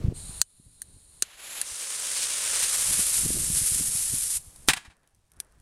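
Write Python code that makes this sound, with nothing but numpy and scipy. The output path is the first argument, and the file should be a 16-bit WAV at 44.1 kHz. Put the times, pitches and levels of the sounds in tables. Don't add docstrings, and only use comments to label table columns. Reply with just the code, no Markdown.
import sys
import numpy as np
from scipy import signal
from scipy.fft import rfft, irfft
from scipy.io import wavfile
from scipy.ndimage import uniform_filter1d, map_coordinates

SR = 44100
rng = np.random.default_rng(int(sys.argv[2]) if len(sys.argv) > 2 else 0)


def unload_audio(sound):
    columns = np.transpose(np.atleast_2d(sound))
    steps = np.round(np.clip(columns, -1, 1) * 32767)
    wavfile.write(sys.argv[1], SR, steps.astype(np.int16))


N = 247519
TIME = np.arange(N) / SR
BANG_S = 4.6863


def amp(db):
    return 10 ** (np.asarray(db) / 20)


def unit(x):
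    return x / np.sqrt(np.mean(x ** 2) + 1e-20)


def level(rows):
    return amp(np.interp(TIME, *np.transpose(rows)))


def dying(t, t60):
    return amp(-60 * t / t60)


def gate(on_s, attack_s, off_s, t60):
    return np.clip((TIME - on_s) / attack_s, 0, 1) * dying(np.maximum(TIME - off_s, 0), t60)


def settle(start_s, time_s):
    return 1 - np.exp(-np.maximum(TIME - start_s, 0) / time_s)


def swell(s, half_s):
    return np.exp(-((TIME - s) / half_s) ** 2)


def swells(rows):
    return sum(amp(db) * swell(s, half_s) for s, db, half_s, *_ in rows)


def add(mix, s, sound):
    part = mix[max(round(s * SR), 0):][:len(sound)]
    part += sound[:len(part)]


def colour(x, points, tilt_db=0, size=4096):
    octave = np.log2(abs(np.fft.fftfreq(size, 1 / SR)) + 1)
    hz, db = np.transpose(points)
    db = np.interp(octave, np.log2(hz), db) + tilt_db * np.maximum(octave, np.log2(500))
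    log_gain = np.log(amp(db - db.max()))
    taps = np.fft.ifft(np.exp(np.conj(signal.hilbert(log_gain)))).real
    return signal.oaconvolve(x, taps / np.linalg.norm(taps))[:len(x)]


def resonate(x, hz, width_hz):
    turn = np.exp(2j * np.pi * np.cumsum(hz) / SR)
    pole = np.exp(-np.pi * width_hz / SR)
    return (turn * signal.lfilter([1], [1, -2 * pole, pole * pole], x / turn)).real


def noise(points):
    return colour(rng.standard_normal(N), points)


def waver(db, per_s):
    knots = rng.standard_normal(N // 8)
    return amp(db * unit(map_coordinates(knots, [TIME * per_s], order=1)))


def grains(per_s, spread_db):
    size = amp(spread_db * np.minimum(rng.exponential(1, N), 5))
    return unit(size * rng.choice([-1, 1], N) * (rng.random(N) < per_s / SR))


def overload(x, ceiling):
    return x / np.sqrt(np.cbrt(1 + (x / ceiling) ** 6))


def air():
    # frequency in Hz, level in dB.
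    air_spectrum = [(30, 6.5), (200, -6.5), (800, -6), (1500, -10.5), (2500, -13), (6000, -13.5),
                    (9200, -12.5), (12000, -21.5), (15700, -25)]
    return amp(-57.5) * noise(air_spectrum) * waver(db=1.1, per_s=6.5)


def wind(puff_db=10):
    # time in seconds, level in dB.
    breeze_curve = [(0, -39), (.38, -42), (.5, -45.5), (.9, -41.5), (1.3, -49), (2.0, -51), (2.75, -48),
                    (2.92, -43.5), (3.17, -44.5), (3.26, -34), (3.47, -33.5), (3.57, -41), (3.9, -40.5),
                    (4.28, -60), (4.8, -49), (5.25, -51), (5.6, -45)]
    # centre in seconds, level in dB, half length and the puff's half width in seconds.
    gusts = [(0.0505, -24, .012, 0.0022), (0.0866, -21, .03, .0018), (.1241, -32, .015, .0007),
             (.296, -44, .03, .0015), (.6, -37.5, .025, .001), (0.669, -34.5, 0.021, 0.0023),
             (.89, -41, .035, .0022), (.965, -37, 0.011, 0.0028), (1.72, -42, .012, 0.0032),
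             (2.994, -38, 0.029, 0.0009), (3.262, -33, .02, .0008), (3.305, -34.5, .02, .0006),
             (3.503, -35.5, .012, 0.0014), (3.62, -40, .04, .0015), (3.722, -41, .015, .0014),
             (3.81, -39, 0.027, .0011), (3.954, -42, .015, .0017), (4.139, -37, 0.038, 0.0013),
             (4.369, -50, .03, 0.0039), (4.481, -52.5, 0.022, .003), (4.885, -34, 0.0093, .0026)]
    # frequency in Hz, level in dB.
    buffet_spectrum = [(15, -2), (40, 5), (80, 1), (140, -5.5), (220, -13), (350, -23.5), (700, -42.5),
                       (2000, -71.5)]
    eddy_spectrum = [(60, -12.5), (150, 4.5), (280, -3), (450, -11), (800, -27), (2000, -59.5)]
    breeze = level(breeze_curve) * waver(db=2.5, per_s=16)
    force = np.minimum(np.hypot(breeze, swells(gusts)), amp(-31)) * waver(db=1.7, per_s=45)
    breakup = np.minimum(force / amp(-33), 1)
    eddies = amp(-6) * breakup * noise(eddy_spectrum) * waver(db=2.5, per_s=110)
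    buffet = amp(-1 - 2.7 * breakup) * noise(buffet_spectrum)
    out = force * (buffet + eddies)
    t = np.arange(SR // 20) / SR
    for s, db, _, width in gusts:
        u = (t - t.mean()) / width
        puff = u * np.exp((1 - u ** 2) / 2)
        add(out, s - t.mean(), amp(db + puff_db) * puff)
    return out


def sleeve():
    # centre in seconds, level in dB, half length in seconds.
    movements = [(.05, -54, .1), (.33, -57, .08), (.88, -56, .08), (1.15, -58, .08)]
    # frequency in Hz, level in dB.
    cloth_spectrum = [(300, 0), (900, 0), (1600, -6), (3000, -7), (6000, -13), (15000, -26)]
    return noise(cloth_spectrum) * swells(movements) * waver(db=1.5, per_s=70)


def gas(on_s, lit_s):
    # time in seconds, frequency in Hz.
    whistle_curve = [(.14, 8570), (.25, 9000), (.41, 9500), (.55, 9800), (.9, 9260), (1.22, 9500)]
    # frequency in Hz, level in dB.
    nozzle_spectrum = [(500, -13.5), (2000, -19.5), (3300, -15), (4150, -5), (5100, -16), (6150, -18.5),
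                       (6900, -5.5), (7800, -9.5), (8800, -1.5), (9700, -3), (10700, -9), (12000, -18.5),
                       (15700, -35)]
    whistle_hz = np.interp(TIME, *np.transpose(whistle_curve))
    whistle = unit(resonate(rng.standard_normal(N), whistle_hz, width_hz=1300))
    sag_db = -2 * settle(on_s, .2)
    flow = amp(-39.5 + sag_db) * gate(on_s, .034, lit_s, t60=.16)
    return (amp(-2.5) * noise(nozzle_spectrum) + amp(-3) * whistle) * flow * waver(db=.68, per_s=40)


def flame(lit_s, grow_s, off_s, low_db=-29.5, high_db=-20.5):
    # frequency in Hz, level in dB.
    roar_spectrum = [(150, -15), (550, -3.5), (1300, -2), (2800, 1.5), (4200, -2), (5800, -9), (6900, -6),
                     (9000, -15), (10700, -11), (15700, -34)]
    hiss_spectrum = [(2000, -23), (4000, -7.5), (5800, -11.5), (6900, -0.5), (8800, -6), (10700, 1.5),
                     (12200, -8.5), (14000, -16.5), (15700, -32)]
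    heat_db = low_db + (high_db - low_db) * settle(grow_s, .07)
    heat = amp(heat_db) * gate(lit_s, .015, off_s, t60=.18)
    roar = amp(-3.5) * noise(roar_spectrum)
    hiss = amp(1) * noise(hiss_spectrum) * heat / amp(high_db)
    return heat * (roar + hiss) * waver(db=1, per_s=90)


def snaps(rows, spectrum, rattle_db, scatter_db):
    # frequency in Hz, level in dB, t60 in seconds.
    body_modes = [(1617, -8.5, 0.02), (1792, -14, 0.028), (3010, -26.5, .09), (4100, -9, 0.035),
                  (4450, -2.5, 0.0235), (6200, -5, 0.024), (6860, -4.5, 0.035), (8000, -8, .02),
                  (8650, 0, 0.039), (9970, 2, .022)]
    out, t = np.zeros(N), np.arange(SR // 6) / SR
    tail = amp(rattle_db) * dying(t, .027) + amp(scatter_db) * dying(t, .076)
    for s, db, length, ring_db, tilt_db in rows:
        crack = rng.choice([-1., 1.], len(t)) * np.exp(-(t / length) ** 4)
        rattle = rng.standard_normal(len(t)) * tail
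        ring = np.zeros(len(t))
        for hz, mode_db, t60 in body_modes:
            gain = amp(ring_db - 1 + mode_db + tilt_db * np.log2(hz / 7000))
            ring += gain * dying(t, t60) * np.sin(2 * np.pi * (hz * t + rng.random()))
        add(out, s, amp(db) * (colour(crack + rattle, spectrum, tilt_db) + ring))
    return out


def trigger():
    # start in seconds, level in dB,
    # crack length in seconds, relative ring level in dB, tilt in dB per octave.
    strikes = [(.4158, 12.5, 0.0021, -15, 1.2), (1.2227, -5, 0.00043, -12, 3.5),
               (1.2236, 12, .0011, -15.5, -4)]
    releases = [(.8185, -6.5, 0.0014, -14, 0.5), (1.6147, 1.5, .0012, -14.5, -1)]
    # frequency in Hz, level in dB.
    strike_spectrum = [(200, -23), (1000, -25), (1600, -6.5), (2200, -24.5), (2700, -12), (3400, -11.5),
                       (4300, -3.5), (5400, -10), (6300, 4.5), (8500, -0.5), (10500, -7), (13000, -15.5),
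                       (15500, -27)]
    release_spectrum = [(300, -46), (1100, -38), (1750, -12), (2400, -27), (4300, -16), (5300, -20.5),
                        (6800, -6), (7700, -12), (8500, -5), (9700, 1), (11000, -11), (14500, -18),
                        (15700, -31)]
    pressed = snaps(strikes, strike_spectrum, rattle_db=-11.5, scatter_db=-36.5)
    return pressed + snaps(releases, release_spectrum, rattle_db=-9, scatter_db=-28)


def grit(bounce_s=.007, bounce_db=-23, patter_on_s=4.85):
    # start in seconds, level in dB.
    ticks = [(4.5606, -36), (5.0747, -32), (5.1478, -37), (5.318, -29.5), (5.336, -39), (5.3668, -40),
             (5.4016, -3), (5.4476, -40), (5.6, -40)]
    # frequency in Hz, level in dB.
    tick_spectrum = [(300, -19), (2000, -14), (4400, -12), (5800, -6), (7000, -10.5), (9000, 1.5),
                     (10400, -1.5), (12200, -11), (13500, -15), (15700, -26)]
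    out, t = np.zeros(N), np.arange(SR // 16) / SR
    decay = dying(t, .011) + amp(-35) * dying(t, .09)
    for s, db in ticks:
        tick, bounce = rng.standard_normal((2, len(t))) * decay
        add(out, s, amp(db) * tick)
        add(out, s + bounce_s, amp(db + bounce_db) * bounce)
    patter_level = amp(-63 + 10 * swell(5.36, half_s=.08)) * (TIME > patter_on_s)
    patter = grains(per_s=140, spread_db=4.6) * patter_level
    return colour(out + patter, tick_spectrum)


def fuse(catch_s=1.6, enters_s=2.57, plug_s=4.374, vent_lead_s=.012):
    # time in seconds, level in dB.
    burn_curve = [(1.66, -22.5), (1.86, -18), (2.1, -18.5), (2.58, -20), (2.9, -22), (3.11, -22.5),
                  (3.33, -28.5), (3.66, -23.5), (3.95, -27), (4.37, -27.5)]
    # centre in seconds, level in dB, half length in seconds.
    flares = [(2.17, -21, .025), (2.228, -16, .024), (2.64, -24, 0.039)]
    # frequency in Hz, level in dB.
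    sputter_spectrum = [(150, -28), (380, -19.5), (550, -12.5), (730, -19), (1000, -13.5), (2500, -10),
                        (5000, -8), (7000, -4.5), (8350, -3.5), (8800, 1.5), (9030, -3), (9270, -1),
                        (9700, -2.5), (10500, -6), (11300, -13), (12300, -20), (13300, -18), (15700, -30)]
    jet_spectrum = [(150, -33), (550, -25.5), (730, -29), (1200, -24.5), (2500, -18.5), (4000, -15),
                    (6000, -9.5), (7500, -4.5), (8400, -3), (8800, 1.5), (9030, -2.5), (9270, 2), (9500, 0),
                    (10100, -0.5), (11300, -4.5), (12200, -13.5), (13400, -18.5), (14200, -28.5),
                    (15700, -38)]
    spit_spectrum = [(1200, -22), (2500, -6), (4200, -4), (6000, -5), (9000, 1), (11000, -9), (15500, -28)]
    burning = gate(catch_s, .073, plug_s, t60=.044)
    smoulder = amp(-20) * gate(plug_s, .01, plug_s, t60=1.7) * (TIME < BANG_S)
    vent = amp(-31) * gate(BANG_S - vent_lead_s, .006, BANG_S, t60=.005)
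    burn = level(burn_curve) * (burning + smoulder) + vent
    flutter = waver(db=.72, per_s=22) * waver(db=.84, per_s=60) * waver(db=.82, per_s=300)
    sputter = .81 * rng.standard_normal(N) + .64 * grains(per_s=5000, spread_db=3.5)
    jet = .96 * rng.standard_normal(N) + .55 * grains(per_s=4000, spread_db=2.5)
    depth = settle(enters_s, .33)
    hiss = np.sqrt(1 - depth) * colour(sputter, sputter_spectrum)
    hiss += np.sqrt(depth) * colour(jet, jet_spectrum)
    spits = noise(spit_spectrum) * swells(flares)
    return flutter * (burn * hiss + spits)


def blast(db, rise_s, t60, tilt_db):
    # frequency in Hz, level in dB.
    blast_spectrum = [(40, -6), (170, -4.5), (330, -12), (560, -13), (780, -2), (1250, -3.5), (1750, -1),
                      (2500, -1.5), (4000, -3.5), (5700, -8), (9300, -4), (11500, -18), (15500, -26.5)]
    t = np.arange(SR * 2 // 3) / SR
    burst = rng.standard_normal(len(t)) * (1 - np.exp(-t / rise_s)) * dying(t, t60)
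    return amp(db) * colour(burst, blast_spectrum, tilt_db)


def corner_ring(x):
    # frequency in Hz, level in dB, nominal t60 in seconds.
    corner_modes = [(1685, -3.5, .05), (1840, -7, .05), (1970, -6, 0.052), (2368, -6, .045),
                    (2460, -6.5, 0.057), (2651, -5, 0.036), (3170, -6.5, .04), (3849, -4.5, .04)]
    return sum(amp(db) * signal.lfilter(*signal.iirpeak(hz, hz * t60 / 2.7, SR), x)
               for hz, db, t60 in corner_modes)


def bang(shock_db=17, shock_s=.0008, shock_lead_s=.0006):
    # delay in seconds, level in dB.
    echoes = [(0.0219, 2.5), (0.0472, 10), (.077, -7.5), (.083, -3.5), (.161, -21), (.211, -28),
              (.338, -43.5)]
    # centre in seconds, level in dB, half length in seconds.
    rolls = [(5.0, -55, .13), (5.385, -51, .06), (5.49, -56, .13)]
    # frequency in Hz, level in dB.
    roll_spectrum = [(100, 0.5), (400, 2), (1100, 0), (1700, -0.5), (2400, -13), (5000, -26), (9000, -20),
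                     (15000, -40)]
    out, t = np.zeros(N), np.arange(SR // 10) / SR
    add(out, BANG_S, blast(db=19.5, rise_s=.00045, t60=.07, tilt_db=0))
    add(out, BANG_S + .0077, blast(db=14, rise_s=.1, t60=.05, tilt_db=-5.5))
    add(out, BANG_S + .0137, blast(db=-5.5, rise_s=.05, t60=.28, tilt_db=-1.2))
    for delay, db in echoes:
        add(out, BANG_S + delay, blast(db, rise_s=.029 * delay, t60=.6 * delay, tilt_db=2.3 - 28 * delay))
    out += noise(roll_spectrum) * swells(rolls) * waver(db=1.8, per_s=22)
    out += amp(1) * corner_ring(out)
    u = t / shock_s
    shock = (1 - u) * np.exp(-u) * np.minimum(u, 1) ** 2
    add(out, BANG_S - shock_lead_s, -amp(shock_db) * shock)
    return out


def scene(lit_s=1.223):
    outdoors = air()
    lighter = trigger() + gas(on_s=.135, lit_s=lit_s) + flame(lit_s, grow_s=1.365, off_s=1.617)
    firecracker = fuse() + bang() + grit()
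    return (outdoors + lighter + firecracker + wind() + sleeve())[None]


def record(dry):
    # frequency in Hz, gain in dB.
    treble_response = [(9500, -1.5), (12000, -1), (15500, -5)]
    threshold_db, attack_s, recovery_db_per_s, edge_hz = -13.6, .0009, 11, 15950
    fast_sr = 2 * SR
    x = overload(signal.resample_poly(dry[0], 2, 1), ceiling=2.975)
    power_db = 10 * np.log10(abs(uniform_filter1d(x ** 2, size=88)) + 1e-12)
    recovery_db = recovery_db_per_s * np.arange(len(x)) / fast_sr
    held_db = np.maximum.accumulate(power_db + recovery_db) - recovery_db
    over_db = np.maximum(held_db - threshold_db, 0)
    lag = np.exp(-1 / (attack_s * fast_sr))
    duck_db = signal.lfilter([1 - lag], [1, -lag], over_db)
    x = overload(x / amp(duck_db), ceiling=.63)
    x = signal.resample_poly(x, 1, 2)
    treble_db = np.interp(np.fft.rfftfreq(N, 1 / SR), *np.transpose(treble_response))
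    x = irfft(rfft(x) * amp(treble_db), N)
    lowpass = signal.firwin(255, edge_hz, window=("kaiser", 9), fs=SR)
    return signal.oaconvolve(x, lowpass, "same")[None]


dry = scene()
out = record(dry)
unload_audio(out)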